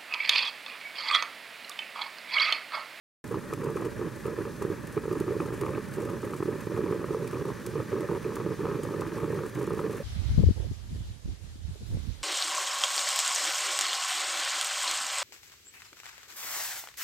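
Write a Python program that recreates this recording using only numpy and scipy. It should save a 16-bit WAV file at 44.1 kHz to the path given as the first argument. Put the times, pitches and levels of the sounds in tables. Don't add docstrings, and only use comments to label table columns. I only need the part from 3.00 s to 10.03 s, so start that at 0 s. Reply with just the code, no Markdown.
import sys
import numpy as np
from scipy import signal
from scipy.fft import rfft, irfft
from scipy.io import wavfile

SR = 44100
rng = np.random.default_rng(int(sys.argv[2]) if len(sys.argv) > 2 else 0)


def bounce(signal):
    frames = np.transpose(np.atleast_2d(signal))
    limited = np.clip(frames, -1, 1)
    pcm = np.round(limited * 32767).astype(np.int16)
    wavfile.write(sys.argv[1], SR, pcm)


N = 310023
TIME, FREQS = np.arange(N) / SR, np.fft.rfftfreq(N, 1 / SR)
START_S = 0.24


def amp(db):
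    return 10 ** (np.asarray(db) / 20)


def unit(x):
    return x / np.sqrt(np.mean(x ** 2) + 1e-20)


def read(points, hz):
    f, value = np.transpose(points)
    return np.interp(np.log(hz + 1), np.log(f + 1), value)


def lifts(peaks, hz):
    return sum(lift / (1 + (2 * (hz - f) / width) ** 2) for f, width, lift in peaks)


def add(mix, s, sound):
    part = mix[max(round(s * SR), 0):][:len(sound)]
    part += sound[:len(part)]


def impulse(points, peaks=(), size=4096):
    hz = abs(np.fft.fftfreq(size, 1 / SR))
    log_gain = np.log(amp(read(points, hz) + lifts(peaks, hz)))
    return np.fft.ifft(np.exp(np.conj(signal.hilbert(log_gain)))).real[:size // 2]


def through(x, response):
    return signal.oaconvolve(x, response)[:N]


def drift(hz):
    return unit(irfft(rfft(rng.standard_normal(N)) * np.exp(-(FREQS / hz) ** 2), N))


def burst(rise, fade, size=1500):
    t = np.arange(size) / SR
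    envelope = (1 - np.exp(-t / rise)) * np.exp(-t / fade)
    return rng.standard_normal(size) * envelope / np.linalg.norm(envelope)


# frequency in Hz, correlation from 0 to 1.
COHERENCE = [(25, 0), (100, 0.78), (400, 0.6), (1800, 0.92), (3500, 0.99), (6000, 0.71), (15000, 0.19)]
def noise_pair(spectrum, peaks=()):
    a, b = rfft(rng.standard_normal((2, N)))
    same = np.clip(read(COHERENCE, FREQS), 0, 1)
    shared, apart = a * np.sqrt(1 + same), b * np.sqrt(1 - same)
    colour = amp(read(spectrum, FREQS) + lifts(peaks, FREQS))
    return unit(irfft(np.array([shared + apart, shared - apart]) * colour, N))


# frequency in Hz, relative spectral density in dB.
RUMBLE_SPECTRUM = [(20, -24), (50, -8), (85, -7), (120, 1), (170, -1), (260, -3), (440, -10), (590, -10.5),
                   (690, -27), (850, -18), (1170, -14.5), (1420, -18), (1740, -14), (1900, -17.5),
                   (2130, -25.5), (2400, -22.5), (3100, -36.5), (6000, -74)]
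# centre in Hz, width in Hz, gain in dB.
CAVITY_MODES = [(436, 58, 3.2), (535, 40, -2), (572, 30, 3), (700, 70, -3)]
def flame_rumble(level_db=-40, flutter_db=1.64, boil_coupling=0.012):
    boil_db = boil()
    swell_db = boil_coupling * (boil_db - boil_db.mean())
    noise = noise_pair(RUMBLE_SPECTRUM, CAVITY_MODES)
    return noise * amp(level_db + flutter_db * drift(hz=43.5) + swell_db)


# frequency in Hz, relative spectral density in dB.
GAS_SPECTRUM = [(1000, -34), (3000, 4), (4500, 1.5), (7000, 1), (9500, 1.5), (11500, -0.5), (13200, -0.5),
                (14000, -5), (15700, -5)]
# centre in Hz, width in Hz, gain in dB.
METAL_MODES = [(3430, 55, 3), (3650, 59, 4.5), (4180, 140, 5), (4820, 81, 6.5), (5500, 180, 2.5),
               (6300, 180, 4), (7170, 310, 2), (8100, 120, 1), (9080, 200, 2.5), (10060, 170, 2.5),
               (10800, 190, 2)]
def gas_hiss(level_db=-56.0, flutter_db=0.86):
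    return noise_pair(GAS_SPECTRUM, METAL_MODES) * amp(level_db + flutter_db * drift(hz=31.2))


# start in seconds, length in seconds, strength in dB.
BOIL_SURGES = [(0.309, 0.078, -30), (0.521, 0.019, -25), (0.574, 0.059, -33.5), (0.632, 0.043, -31),
               (0.675, 0.061, -33), (0.751, 0.034, -38), (0.797, 0.087, -30), (0.991, 0.087, -31.5),
               (1.248, 0.087, -33.5), (1.376, 0.051, -31.5), (1.451, 0.045, -31.5), (1.611, 0.13, -33),
               (1.967, 0.034, -40), (2.105, 0.032, -28.5), (2.151, 0.017, -27), (2.197, 0.051, -37),
               (2.267, 0.1, -32), (2.4, 0.038, -33.5), (2.437, 0.11, -33), (2.612, 0.18, -29.5),
               (2.969, 0.21, -31), (3.229, 0.054, -32.5), (3.3, 0.058, -32.5), (3.454, 0.11, -32.5),
               (3.697, 0.28, -30.5), (3.991, 0.068, -31), (4.084, 0.19, -32.5), (4.329, 0.092, -30),
               (4.449, 0.066, -32), (4.653, 0.046, -35), (4.736, 0.091, -33), (4.917, 0.14, -30),
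               (5.086, 0.1, -31), (5.247, 0.0502, -29.5), (5.303, 0.038, -34.5), (5.355, 0.039, -31.5),
               (5.4, 0.14, -32), (5.59, 0.22, -30), (5.826, 0.22, -31.5), (6.052, 0.038, -34),
               (6.111, 0.038, -35.5), (6.157, 0.055, -32), (6.217, 0.048, -31.5), (6.274, 0.099, -32),
               (6.372, 0.091, -31.5), (6.555, 0.094, -29.5), (6.669, 0.091, -33), (6.767, 0.061, -32.5),
               (6.839, 0.078, -30.5), (6.932, 0.029, -31.5)]
SAG_DB_PER_S = 8.5
def boil(simmer_db=-42.5, rise_s=0.0031, fall_s=0.0032):
    strength, age = np.full(N, amp(simmer_db)), TIME[:SR]
    for start, length, db in BOIL_SURGES:
        envelope = np.minimum(age / rise_s, 1) * np.exp(-np.maximum(age - length, 0) / fall_s)
        add(strength, start, envelope * amp(db - SAG_DB_PER_S * age))
    return 20 * np.log10(strength)


def thump(hz, t60=0.042, rise=0.0016, size=3000):
    t = np.arange(size) / SR
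    return np.sin(2 * np.pi * hz * t) * (1 - np.exp(-t / rise)) * amp(-60 * t / t60)


def swing(hz, ring_s, glide, rise=0.0011, fade=0.0016, size=2600):
    t = np.arange(size) / SR
    cycles = hz * np.cumsum(1 + glide * np.tanh((t - ring_s / 2) / ring_s)) / SR
    envelope = (1 - np.exp(-(t / rise) ** 2)) / (1 + np.exp(np.minimum((t - ring_s) / fade, 50)))
    return np.sin(2 * np.pi * cycles) * envelope / envelope.max()


def pop(hz, spread, splash, daughter_db=-9.0, daughter_gap_s=0.002395):
    film_hz = hz * np.exp(spread * rng.standard_normal())
    out = swing(film_hz, ring_s=0.001, glide=0.28, rise=0.0005, fade=0.00079, size=1200)
    out += splash * unit(burst(rise=0.0002, fade=0.0027, size=1200))
    for s in np.cumsum(daughter_gap_s * (.5 + rng.random(2))):
        daughter_hz = hz * np.exp(0.26 * rng.standard_normal())
        daughter = swing(daughter_hz, ring_s=0.0015, glide=0.13, rise=0.0005, fade=0.00075, size=600)
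        add(out, s, amp(daughter_db) * daughter)
    return out


# frequency in Hz, gain in dB.
POT_RESPONSE = [(30, -26), (110, 3), (220, 1.5), (320, 2.5), (450, 0.5), (580, 0), (690, -27), (900, -5.5),
                (2000, -29.5)]
# frequency in Hz, gain in dB.
LID_RESPONSE = [(60, -39), (300, -18.5), (560, -7.5), (690, 0), (820, 4.5), (1030, 6), (1260, 4),
                (1450, -9.5), (1850, -10), (2130, -8), (2450, -5), (3000, -14), (6000, -32.5), (15000, -53)]
def bubbling(rows, swing_db, thump_db, pop_db, swing_hz, swing_spread, pop_hz, pop_spread, splash,
             thump_hz=142, thump_lead_s=0.0043):
    water, pops = np.zeros(N), np.zeros(N)
    for s, gulp_db, crack_db, ring_s in rows:
        pitch, slide, detune, polarity = rng.standard_normal(4)
        sign = np.sign(polarity)
        pulsation = swing(swing_hz * np.exp(swing_spread * pitch), ring_s, glide=0.092 * slide)
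        sway = thump(thump_hz * np.exp(0.204 * detune))
        add(water, s, sign * amp(gulp_db + swing_db) * pulsation)
        add(water, s - thump_lead_s, sign * amp(gulp_db + thump_db) * sway)
        add(pops, s + 0.0006, sign * amp(crack_db + pop_db) * pop(pop_hz, pop_spread, splash))
    gulps = through(water, impulse(POT_RESPONSE, CAVITY_MODES))
    return gulps + through(pops, impulse(LID_RESPONSE, CAVITY_MODES))


def small_bubbles(per_s=175):
    wait, size, crack, hold = np.minimum(rng.standard_normal((2000, 4)), 1.3).T
    wait = np.exp(.5 * wait)
    starts = START_S + np.cumsum(wait / wait.mean()) / per_s
    gulp_db = np.interp(starts, TIME, boil()) - 9.5 + 3.0 * size
    crack_db = gulp_db - 7 + 2 * crack
    ring_s = 0.0042 * np.exp(0.34 * hold)
    rows = np.column_stack([starts, gulp_db, crack_db, ring_s])[starts < N / SR]
    return bubbling(rows, swing_db=3.5, thump_db=0.5, pop_db=1.1, swing_hz=381, swing_spread=0.26,
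                    pop_hz=1270, pop_spread=0.22, splash=0.39)


def chained_bubbles(per_s=76, unevenness=.36, make_way_s=.008, end_margin_s=.007):
    rows, large_starts = [], np.array(LARGE_BUBBLES)[:, 0]
    for start, length, db in BOIL_SURGES:
        wait, size, crack, hold = np.minimum(rng.standard_normal((80, 4)), 1.3).T
        wait = np.exp(unevenness * wait) / per_s
        age = np.cumsum(wait) - wait[0]
        surge_db = db - SAG_DB_PER_S * age
        gulp_db, crack_db = surge_db + 2.5 + size, surge_db - 7.5 + 4.5 * crack
        ring_s = 0.0062 * np.exp(0.19 * hold)
        chain = np.column_stack([start + age, gulp_db, crack_db, ring_s])
        clear = abs(start + age[:, None] - large_starts).min(1) > make_way_s
        rows.extend(chain[clear & (age < length - end_margin_s)])
    return bubbling(rows, swing_db=-2.0, thump_db=-3.5, pop_db=0.5, swing_hz=386.6, swing_spread=0.19,
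                    pop_hz=1202, pop_spread=0.16, splash=0.29)


# start in seconds, relative gulp and pop levels in dB, ring in seconds.
LARGE_BUBBLES = [(0.323, -22, -32, 0.0044), (0.3695, -20.5, -40, 0.0031), (0.5262, -18.5, -29, 0.0033),
                 (0.534, -29, -33, 0.0046), (0.647, -21, -35, 0.005), (0.685, -26, -29.5, 0.005),
                 (0.6983, -24, -34, 0.0031), (0.7567, -18, -34, 0.004), (0.769, -27.5, -27, 0.0045),
                 (0.821, -23, -30, 0.0086), (1.0117, -22, -31, 0.006), (1.069, -24.5, -36, 0.0064),
                 (1.254, -23, -35, 0.0064), (1.2792, -23, -31, 0.0068), (1.3849, -19.5, -33, 0.0027),
                 (1.4517, -31, -30.5, 0.01), (1.6196, -21.5, -28, 0.0059), (1.648, -18, -34.0, 0.0034),
                 (1.699, -19, -40, 0.0057), (1.7133, -21.5, -44, 0.008), (1.727, -26.5, -39, 0.0048),
                 (1.966, -19.5, -36, 0.0099), (1.975, -21, -26.5, 0.0072), (2.036, -26, -34, 0.0036),
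                 (2.0532, -22.5, -33, 0.005), (2.0774, -19.5, -35, 0.0044), (2.1113, -20, -32, 0.0078),
                 (2.152, -27, -32, 0.0051), (2.1685, -21.5, -43, 0.0091), (2.2064, -17.5, -34, 0.0077),
                 (2.2785, -23.5, -32, 0.0054), (2.3058, -20.5, -33, 0.0038), (2.318, -20, -34, 0.0055),
                 (2.3641, -18, -43, 0.0042), (2.401, -21.5, -24.5, 0.01), (2.523, -24, -41, 0.006),
                 (2.62, -22.5, -31, 0.01), (2.6336, -24, -26, 0.0076), (2.646, -22.5, -49, 0.004),
                 (2.6627, -31, -27.5, 0.004), (2.6898, -21, -33, 0.0026), (2.7012, -21, -50, 0.005),
                 (2.7348, -23.5, -30.5, 0.0056), (2.9806, -20, -32.5, 0.0062), (3.0323, -21, -44.0, 0.0045),
                 (3.111, -24.5, -45, 0.0054), (3.243, -22.5, -47, 0.0056), (3.334, -30, -28.5, 0.004),
                 (3.4025, -18.5, -33, 0.0032), (3.4245, -19.5, -27.5, 0.0065), (3.4834, -18.5, -36, 0.0085),
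                 (3.669, -19.5, -33, 0.0033), (3.741, -23.5, -50, 0.0097), (3.774, -22, -29.0, 0.0043),
                 (3.789, -18.5, -48, 0.0038), (3.837, -19.5, -46, 0.007), (3.9078, -18, -36, 0.0046),
                 (3.9235, -23, -27.5, 0.009), (4.0409, -22, -27, 0.0032), (4.1044, -19.5, -32, 0.0079),
                 (4.1445, -20, -32, 0.0099), (4.22, -21, -43, 0.005), (4.354, -24, -33, 0.0052),
                 (4.4213, -27, -33, 0.0063), (4.452, -23, -34, 0.0048), (4.7535, -21.5, -33.5, 0.0098),
                 (4.8, -18.5, -31, 0.0048), (4.927, -21, -32, 0.014), (4.9523, -19.5, -45.0, 0.0038),
                 (5.0067, -22, -36, 0.0035), (5.041, -22.5, -42, 0.0035), (5.0868, -28, -30, 0.012),
                 (5.1205, -19.5, -44, 0.0043), (5.1483, -23, -27, 0.0028), (5.3663, -24, -27.5, 0.004),
                 (5.3992, -26, -29, 0.0087), (5.4604, -19, -33, 0.0052), (5.4706, -22.5, -39, 0.0033),
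                 (5.5057, -18.5, -37, 0.0038), (5.516, -26.5, -33, 0.0067), (5.617, -22.5, -43.0, 0.004),
                 (5.6527, -21, -26, 0.0055), (5.6665, -33, -27, 0.0043), (5.712, -25.5, -30, 0.0071),
                 (5.7524, -20, -31, 0.0035), (5.8339, -19.5, -40, 0.0035), (5.8504, -24, -32, 0.0053),
                 (5.994, -21, -38, 0.005), (6.0183, -28, -25.5, 0.0043), (6.1175, -25, -31, 0.0028),
                 (6.1821, -26, -32, 0.0031), (6.23, -20, -31, 0.0058), (6.2422, -20, -28, 0.0069),
                 (6.3, -20, -40, 0.0049), (6.3276, -24, -32, 0.01), (6.4342, -25.5, -29, 0.0048),
                 (6.585, -25, -32.5, 0.0042), (6.674, -18.5, -32, 0.0055), (6.705, -20, -27.5, 0.0031),
                 (6.7174, -22, -35, 0.0051), (6.734, -20.5, -35, 0.0056), (6.773, -20.5, -36, 0.004),
                 (6.7908, -23.5, -24.5, 0.0077), (6.8007, -20.5, -44, 0.0027), (6.8483, -21, -34.5, 0.0039),
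                 (6.894, -22, -40, 0.0054), (6.946, -22.5, -47, 0.0048), (7, -24, -39, 0.01)]
def large_bubbles():
    return bubbling(LARGE_BUBBLES, swing_db=-4.5, thump_db=-7.5, pop_db=-1.1, swing_hz=400.6,
                    swing_spread=0.1, pop_hz=1168, pop_spread=0.094, splash=0.29)


# start in seconds, relative level in dB.
DROPLETS = [(0.5341, -35), (0.6411, -38.5), (0.702, -42), (0.7635, -40), (0.8111, -41.5), (0.848, -38.5),
            (0.962, -45), (1.158, -42), (1.263, -39.5), (1.6217, -36), (1.8697, -39), (1.923, -40),
            (2.1249, -39), (2.1993, -36), (2.408, -42.5), (2.459, -41), (2.5389, -38.5), (2.61, -35.5),
            (2.655, -42), (2.937, -37.5), (3.001, -40.5), (3.05, -40), (3.25, -42), (3.306, -41),
            (3.3627, -40), (3.606, -38.5), (4.2738, -37.5), (4.3111, -40.5), (4.663, -33.5), (5.006, -39.5),
            (5.355, -35), (5.8315, -35.5), (6.008, -35.5), (6.178, -41.5), (6.4613, -39.5), (6.666, -40),
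            (6.747, -42)]
# time in seconds, relative level of its ticks in dB.
SIZZLE_LEVELS = [(0.2, -42.5), (0.7, -48), (1.4, -49), (3.1, -42), (4.6, -48), (5.6, -51), (6.4, -42)]
# frequency in Hz, relative level in dB.
SPIT_SPECTRUM = [(400, 25), (2500, 24.5), (4800, 6.5), (7500, 17.5), (10000, 16.5), (13000, 9), (15700, 11)]
def spits(gain_db=14, snap_gain_db=13, faint_per_s=18, width=0.33, fade_s=0.005):
    wait, size = rng.random((200, 2)).T
    faint_starts = np.cumsum(-np.log(wait)) / faint_per_s
    faint_db = np.interp(faint_starts, *np.transpose(SIZZLE_LEVELS)) + size - 0.5
    mid, side, snap = np.zeros((3, N))
    loudest_db = max(db for s, db in DROPLETS)
    for s, db in [*DROPLETS, *zip(faint_starts, faint_db)]:
        fade = fade_s * np.exp(0.41 * rng.standard_normal())
        puff = burst(rise=0.0015, fade=fade)
        add(mid, s, amp(db + gain_db) * puff)
        add(side, s, amp(db + gain_db) * width * burst(rise=.002, fade=fade))
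        add(snap, s, amp(2 * db - loudest_db + snap_gain_db) * puff)
    colour = impulse(SPIT_SPECTRUM)
    pair = np.array([through(mid + side, colour), through(mid - side, colour)]) / np.linalg.norm(colour)
    pair += signal.sosfilt(signal.butter(2, [1500, 15000], "bandpass", fs=SR, output="sos"), snap)
    return irfft(rfft(pair) * amp(lifts(METAL_MODES, FREQS)), N)


# start in seconds, peak level of the ring in dB.
TINY_BUBBLES = [(0.535, -39), (0.77, -46), (2.404, -36.5), (2.665, -39), (2.748, -36), (4.274, -40.5),
                (4.3444, -40), (5.244, -41)]
def plinks(hz=2380, splash=0.16):
    out, lid = np.zeros(N), impulse(LID_RESPONSE)
    for s, db in TINY_BUBBLES:
        add(out, s, amp(db) * swing(hz, ring_s=0.003, glide=0.15, rise=0.00067, fade=0.0004))
        add(out, s, amp(db) * splash * through(unit(burst(rise=.0002, fade=.002)), lid))
    return out


# time in seconds, level in dB.
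STEAM_LEVELS = [(0.2, -66), (3.9, -65), (4.4, -60), (5.6, -61), (7.0, -62)]
# frequency in Hz, relative spectral density in dB.
STEAM_SPECTRUM = [(3500, -7), (4800, -5.5), (5300, -14), (5830, 1.5), (6100, -20), (6370, 0), (6800, -24)]
def steam_singing(waver_db=2.0):
    level_db = np.interp(TIME, *np.transpose(STEAM_LEVELS))
    return noise_pair(STEAM_SPECTRUM) * amp(level_db + waver_db * drift(hz=25))


def outdoors(x, scatter_db=-15.0):
    tails = np.array([through(x, burst(rise=0.0017, fade=0.0076, size=8000)) for _ in range(2)])
    return x + amp(scatter_db) * tails


def scene():
    around = spits() + steam_singing() + flame_rumble() + gas_hiss()
    return outdoors(large_bubbles() + chained_bubbles() + small_bubbles() + plinks()) + around


# frequency in Hz, left minus right in dB, left's phase lead in radians.
MICROPHONE_PAIR = [(30, 3, 0.035), (100, -4.5, 0.021), (374, -4.5, 0.013), (624, -2, 0.32),
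                   (900, -0.3, 0.21), (2140, 0.6, 0), (13000, -1.2, 0.28)]
def record(dry, whine_hz=15734, whine_db=-77, cutoff_hz=15800):
    ports, sides = np.array(MICROPHONE_PAIR), np.array([[.5], [-.5]])
    balance_db, lead = read(ports[:, :2], FREQS), read(ports[:, ::2], FREQS)
    heard = irfft(rfft(dry) * amp(sides * balance_db) * np.exp(1j * sides * lead), N)
    heard += amp(whine_db) * np.sin(2 * np.pi * whine_hz * TIME)
    fade_in = np.clip((TIME - START_S) / .002, 0, 1)
    low_pass = signal.firwin(1023, cutoff_hz, window=("kaiser", 9), fs=SR)
    return signal.oaconvolve(heard * fade_in, low_pass[None], "same")


dry = scene()
out = record(dry)
bounce(out)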